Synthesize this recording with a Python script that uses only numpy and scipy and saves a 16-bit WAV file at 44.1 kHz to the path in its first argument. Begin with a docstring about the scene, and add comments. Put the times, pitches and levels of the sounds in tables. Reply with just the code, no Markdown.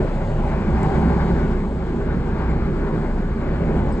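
"""On a river, under a steel bridge. A diesel engine throbs low: a firing tone, its octave and a
pulsing rumble. Distant traffic drones and roars from the left, with a brief low swell at the start.
It rises and fades with passing vehicles, their tyre noise and engine notes, and carries a few faint
machine whines. A thin hiss lies on top, with one small click and some fainter ticks close by."""
import sys
import numpy as np
from scipy import signal
from scipy.fft import rfft, irfft, next_fast_len
from scipy.io import wavfile
from scipy.ndimage import uniform_filter1d, map_coordinates

SR = 44100
rng = np.random.default_rng(int(sys.argv[2]) if len(sys.argv) > 2 else 0)


def digitize_waveform(pressure):
    """Quantize a signal to 16-bit integers and store it at the path in sys.argv[1].

    Rows of a 2-D input are taken as channels; values are limited to [-1, 1].
    """
    field = np.atleast_2d(pressure).T
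    bounded = np.clip(field, -1, 1)
    quanta = np.round(bounded * 32767).astype(np.int16)
    wavfile.write(sys.argv[1], SR, quanta)


N = 176400
T = np.arange(N) / SR


def amp(db):
    return 10 ** (np.asarray(db) / 20)


def unit_rms(x):
    return x / np.sqrt(np.mean(x ** 2) + 1e-20)


def along(rows, hz):
    """Interpolate (Hz, value) rows on a log axis."""
    row_hz, values = np.transpose(rows)
    return np.interp(np.log(hz + 1), np.log(row_hz + 1), values)


def curve(rows):
    """One value per sample from (s, value) rows."""
    return np.interp(T, *np.transpose(rows))


def wobble(knots_per_s):
    """Smooth random curve."""
    return map_coordinates(rng.standard_normal(8192), [T * knots_per_s], mode="wrap")


def filtered(x, response):
    """Apply a complex frequency response."""
    size = next_fast_len(N + SR // 2)
    return irfft(rfft(x, size) * response(np.fft.rfftfreq(size, 1 / SR)), size)[..., :N]


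def stereo_noise(spectrum, correlation, patchy_db):
    """Shaped noise of rms 1, with patches of random gain in time and frequency."""
    def mid_side_gains(hz):
        angle = np.arccos(np.clip(along(correlation, hz), -1, 1)) / 2
        return amp(along(spectrum, hz)) * [np.cos(angle), np.sin(angle)]

    bins = signal.stft(rng.standard_normal((2, N)), nperseg=512)[2]
    patches = uniform_filter1d(rng.standard_normal(bins.shape[1:]), size=7, axis=0)
    patches = unit_rms(uniform_filter1d(patches, size=16, axis=1))
    pair = signal.istft(bins * amp(patchy_db * patches), nperseg=512)[1][:, :N]
    mid, side = filtered(pair, mid_side_gains)
    return unit_rms(np.array([mid + side, mid - side]))


def narrow_noise(hz, width_hz, wander=0):
    """Fuzzy tone of rms 1; wander is a fraction of its pitch."""
    phase = 2 * np.pi * np.cumsum(hz * (1 + wander * wobble(1.96))) / SR
    return unit_rms(wobble(width_hz) * np.cos(phase) + wobble(width_hz) * np.sin(phase))


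def placed(x, balance_db, lead_rad=None):
    """Level and phase differences between the ears, half on each side."""
    def response(hz):
        half = np.array([[.5], [-.5]])
        phase = along(lead_rad, hz) if lead_rad else 0
        return amp(half * along(balance_db, hz)) * np.exp(1j * half * phase)

    return filtered(x, response)


# Firing tone and octave envelopes. Each row: time in seconds, relative level in dB.
FIRING_TONE_DB = [(0.0, -23.5), (0.6, -25.5), (0.68, -23), (1.4, -29.5), (1.48, -21.5), (1.76, -29.5),
                  (3.99, -26.5)]
OCTAVE_DB = [(0.0, -28), (0.4, -31), (0.56, -20), (0.68, -40), (0.76, -21), (0.88, -38), (1.12, -19.5),
             (1.72, -28), (2.8, -25), (2.88, -34), (3.68, -24), (3.99, -32)]


def diesel_exhaust(cycles, sway_db=2.5):
    """The exhaust's firing tone and its octave, each unsteady in level."""
    tone = amp(curve(FIRING_TONE_DB) - .5 + sway_db * wobble(15)) * np.cos(2 * np.pi * cycles)
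    octave = amp(curve(OCTAVE_DB) - 2.5 + sway_db * wobble(8.5)) * np.cos(4 * np.pi * cycles)
    return np.sqrt(2) * (tone + octave)


# Rumble envelope. Each row: time in seconds, relative level in dB.
RUMBLE_DB = [(0, -26.5), (.45, -26.5), (.8, -20.5), (1.25, -23.5), (1.5, -23), (1.74, -29.5), (2.2, -24.5),
             (2.54, -25), (2.95, -24), (3.25, -26.5), (3.55, -25), (4, -22.5)]
# Rumble spectrum. Each row: frequency in Hz, relative density in dB.
RUMBLE_SPECTRUM = [(15, -27), (30, -13), (50, -0.5), (85, -1), (112, -6), (150, 2), (180, 0.5), (235, 0),
                   (255, -5.5), (295, -8), (355, -7.5), (410, -11), (480, -12), (800, -45.5), (2000, -102)]
# Stereo image of rumble and traffic. Each row: frequency in Hz, left-right correlation.
FAR_CORRELATION = [(40, .999), (130, 1), (400, 0.93), (900, 1), (1200, 0.51), (1500, 0.94), (1900, 1),
                   (2400, 0.88), (3600, 0.67)]


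def diesel_rumble(cycles, depth=.1, lag_cycles=.24):
    """Low noise that pulses lightly with each firing."""
    pulsing = unit_rms(1 + depth * np.cos(2 * np.pi * (cycles - lag_cycles)))
    noise = stereo_noise(RUMBLE_SPECTRUM, FAR_CORRELATION, patchy_db=1)
    return amp(curve(RUMBLE_DB) + 1.04) * pulsing * noise


# Traffic band envelopes. Each row: time in seconds, relative level in dB.
DRONE_DB = [(0, -19), (.15, -49), (.35, -31), (.5, -35), (.95, -25), (1.35, -26), (1.75, -32), (2, -28),
            (2.25, -33), (2.45, -33), (2.75, -26), (3.05, -30), (3.3, -38), (3.5, -28.5), (3.85, -26.5),
            (4, -30.5)]
ROAR_DB = [(0, -33), (.15, -34), (.5, -34), (.65, -36.5), (.85, -35), (1.2, -37.5), (1.5, -37),
           (1.8, -42.5), (2.14, -38.5), (2.25, -41.5), (2.68, -40), (2.9, -38.5), (3.35, -42.5),
           (3.55, -35.5), (3.76, -31.5), (3.9, -34), (4, -42.5)]
TYRE_DB = [(0, -39.5), (.35, -38), (.53, -31.5), (.65, -40), (.86, -29.5), (1.05, -32), (1.2, -32),
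           (1.35, -36.5), (1.55, -38.5), (1.75, -41.5), (2.1, -41.5), (2.45, -36), (2.7, -43), (2.88, -37),
           (3.35, -42.5), (3.6, -40.5), (3.8, -33.5), (4, -41.5)]
WASH_DB = [(0, -39), (.16, -46.5), (.4, -45.5), (.5, -40.5), (.68, -39), (.8, -37.5), (1.24, -37.5),
           (1.56, -41.5), (1.7, -48.5), (1.82, -43), (2.04, -43), (2.12, -38.5), (2.24, -41.5),
           (2.4, -39.5), (2.95, -40.5), (3.15, -44), (3.5, -41), (3.8, -42.5), (4, -44)]
# Traffic band spectra. Each row: frequency in Hz, relative density in dB.
DRONE_SPECTRUM = [(200, 0.5), (262, -5), (300, -4.5), (350, 3.5), (405, 2.5), (430, -7), (452, -4.5),
                  (490, -17), (700, -67)]
ROAR_SPECTRUM = [(150, -25), (350, 0.5), (440, -2), (490, -3), (535, 7), (600, 3), (660, 0.5), (800, -5.5),
                 (1030, -17), (1280, -14.5), (2000, -18), (3000, -25), (6000, -70)]
TYRE_SPECTRUM = [(550, -46), (700, 0), (820, 5), (930, 2.5), (1020, 1), (1120, -4.5), (1500, -57.5)]
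WASH_SPECTRUM = [(500, -20), (900, -7), (1150, 3), (1290, -2), (1480, 2.5), (1900, -6.5), (2200, -7),
                 (2700, -18), (4500, -22.5), (5800, -33), (9000, -63)]


def traffic():
    """Distant passing vehicles: low drone, roar, tyre noise and a brighter, fluttering wash."""
    drone = amp(curve(DRONE_DB)) * stereo_noise(DRONE_SPECTRUM, FAR_CORRELATION, patchy_db=.5)
    roar = amp(curve(ROAR_DB) + 1.5) * stereo_noise(ROAR_SPECTRUM, FAR_CORRELATION, patchy_db=1.54)
    tyres = amp(curve(TYRE_DB)) * stereo_noise(TYRE_SPECTRUM, FAR_CORRELATION, patchy_db=0)
    wash_db = curve(WASH_DB) + 1.5 + .9 * wobble(32)
    wash = amp(wash_db) * stereo_noise(WASH_SPECTRUM, FAR_CORRELATION, patchy_db=1.2)
    return drone + roar + tyres + wash


# Machine whines. Each row: pitch in Hz, mean level in dB, swell in dB per dB of roar, width in Hz.
MACHINE_WHINES = [(156.1, -35, 0.16, 16), (402.4, -40.5, .3, 7), (633, -48.5, 1.2, 5)]


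def machine_whines():
    """Faint, fuzzy tones that swell with the roar."""
    roar_db = curve(ROAR_DB)
    excess_db = roar_db - roar_db.mean()
    return sum(amp(db + swell * excess_db) * narrow_noise(hz, width_hz, wander=.0031)
               for hz, db, swell, width_hz in MACHINE_WHINES)


# A low rumble swell, then engine notes. Each row: peak time in seconds, half length in seconds,
# pitch in Hz, nominal peak level in dB, wander as a fraction of pitch.
SWELL_AND_NOTES = [(.25, .35, 112, -30, .1), (1.22, .5, 175, -27, .006), (1.1, .42, 218, -29, .01),
                   (.9, .16, 765, -34, .009), (3.68, .3, 168, -31.5, .02)]


def swell_and_notes(sway_db=3.7):
    """A brief swell of low rumble at the start, then unsteady engine notes of passing vehicles."""
    out = np.zeros(N)
    for peak_s, half_s, hz, db, wander in SWELL_AND_NOTES:
        cycles = rng.random() + np.cumsum(hz * (1 + wander * wobble(20))) / SR
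        envelope = amp(db + sway_db * wobble(9.4)) * np.exp(-((T - peak_s) / half_s) ** 2)
        out += envelope * np.sqrt(2) * np.cos(2 * np.pi * cycles)
    return out


# Hiss envelope. Each row: time in seconds, relative level in dB.
HISS_ENVELOPE_DB = [(0, -60.5), (.76, -62), (.87, -57.5), (1.03, -59), (1.48, -61), (1.62, -64), (2.6, -66),
                    (3, -63), (3.35, -65.5), (4, -62)]
# Hiss spectrum. Each row: frequency in Hz, relative density in dB.
HISS_SPECTRUM = [(1500, -16.5), (3000, 5.5), (4500, 3.5), (5800, -3), (7300, 0), (8400, -4), (9000, -7),
                 (9700, -38), (15000, -31.5)]
# Hiss stereo image. Each row: frequency in Hz, left-right correlation.
HISS_CORRELATION = [(3000, 1), (5800, -0.082), (7200, 0.98), (8200, 1), (9000, -0.58)]
# Hiss direction. Each row: frequency in Hz, left minus right in dB.
HISS_BALANCE_DB = [(3000, 4), (6000, -4.5), (7500, 0)]


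def hiss(flutter_db=.7):
    """Thin hiss that rustles slightly."""
    level_db = curve(HISS_ENVELOPE_DB) + 4.5 + flutter_db * wobble(25)
    noise = stereo_noise(HISS_SPECTRUM, HISS_CORRELATION, patchy_db=.9)
    return amp(level_db) * placed(noise, HISS_BALANCE_DB)


# Ticks. Each row: start in seconds, ring pitch in Hz, ring level in dB, base level of the modes in dB.
TICK_EVENTS = [(.275, 4420, -57, -72), (2.385, 4380, -60, -74), (2.498, 7290, -61, -80),
               (3.924, 4975, -58, -53)]
# High modes of a tick. Each row: frequency in Hz, relative level in dB, T60 in seconds.
HIGH_MODES = [(7840, -2, .09), (8290, -2, 0.06), (8970, -9, .09)]


def ticks(ring_t60_s=.16, sharp_fraction=.05, settle_s=.004):
    """Small chirping ticks: a thin ring slides down to its pitch under short high modes."""
    out = np.zeros(N)
    for start_s, ring_hz, ring_db, modes_db in TICK_EVENTS:
        started = T >= start_s
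        age_s = np.maximum(T - start_s, 0)
        pitch_hz = ring_hz * (1 + sharp_fraction * np.exp(-age_s / settle_s))
        phase = 2 * np.pi * np.cumsum(started * pitch_hz) / SR
        out += amp(ring_db - 60 * age_s / ring_t60_s) * np.sqrt(2) * np.sin(phase)
        for hz, db, t60_s in HIGH_MODES:
            out += started * amp(modes_db + db - 60 * age_s / t60_s) * narrow_noise(hz, width_hz=110)
    return out


# Click spectrum. Each row: frequency in Hz, relative density in dB.
CLICK_SPECTRUM = [(3000, -14.5), (6500, -9), (7600, 3.5), (8700, 2), (9700, -27), (15000, -22)]


def click(peak_s=.8323, half_s=.001, level_db=-40.5):
    """One dry, bright click close by."""
    noise = unit_rms(filtered(rng.standard_normal(N), lambda hz: amp(along(CLICK_SPECTRUM, hz))))
    return amp(level_db) * noise * np.exp(-((T - peak_s) / half_s) ** 2)


# Diesel speed. Each row: time in seconds, firing rate in Hz.
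FIRING_HZ = [(0.0, 32.9), (0.3, 30.3), (0.41, 30.1), (0.9, 32.57), (1.68, 30.53), (1.89, 28.7),
             (1.98, 29.98), (3.3, 29.78), (3.77, 33.99), (4.0, 33.45)]
# Direction of diesel and traffic. Each row: frequency in Hz, left minus right in dB.
FAR_BALANCE_DB = [(30, 0.4), (170, -1.9), (330, -1), (500, 0.5), (780, 4), (1500, 4.5), (2300, 3),
                  (4000, -0.5)]
# Their phase between the ears. Each row: frequency in Hz, left lead in radians.
FAR_LEAD_RAD = [(40, 0.12), (250, 0.2), (470, 0.59), (1250, 0.57), (1800, 1.37), (2200, 1), (3300, 2.47)]


def scene():
    """Diesel and traffic placed together; hiss, ticks and click on top."""
    cycles = np.cumsum(curve(FIRING_HZ)) / SR
    diesel = diesel_exhaust(cycles) + diesel_rumble(cycles)
    flutter = amp(.7 * wobble(35))
    road = flutter * (traffic() + machine_whines()) + swell_and_notes()
    return placed(diesel + road, FAR_BALANCE_DB, FAR_LEAD_RAD) + hiss() + ticks() + click()


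def record(dry):
    """Fade both ends and cut the top treble."""
    fade_s, cutoff_hz = .004, 15100
    edge_s = np.minimum(T, T[::-1])
    fade = np.sin(np.pi / 2 * np.minimum(edge_s / fade_s, 1)) ** 2
    return filtered(dry * fade, lambda hz: hz < cutoff_hz)


dry = scene()
out = record(dry)
digitize_waveform(out)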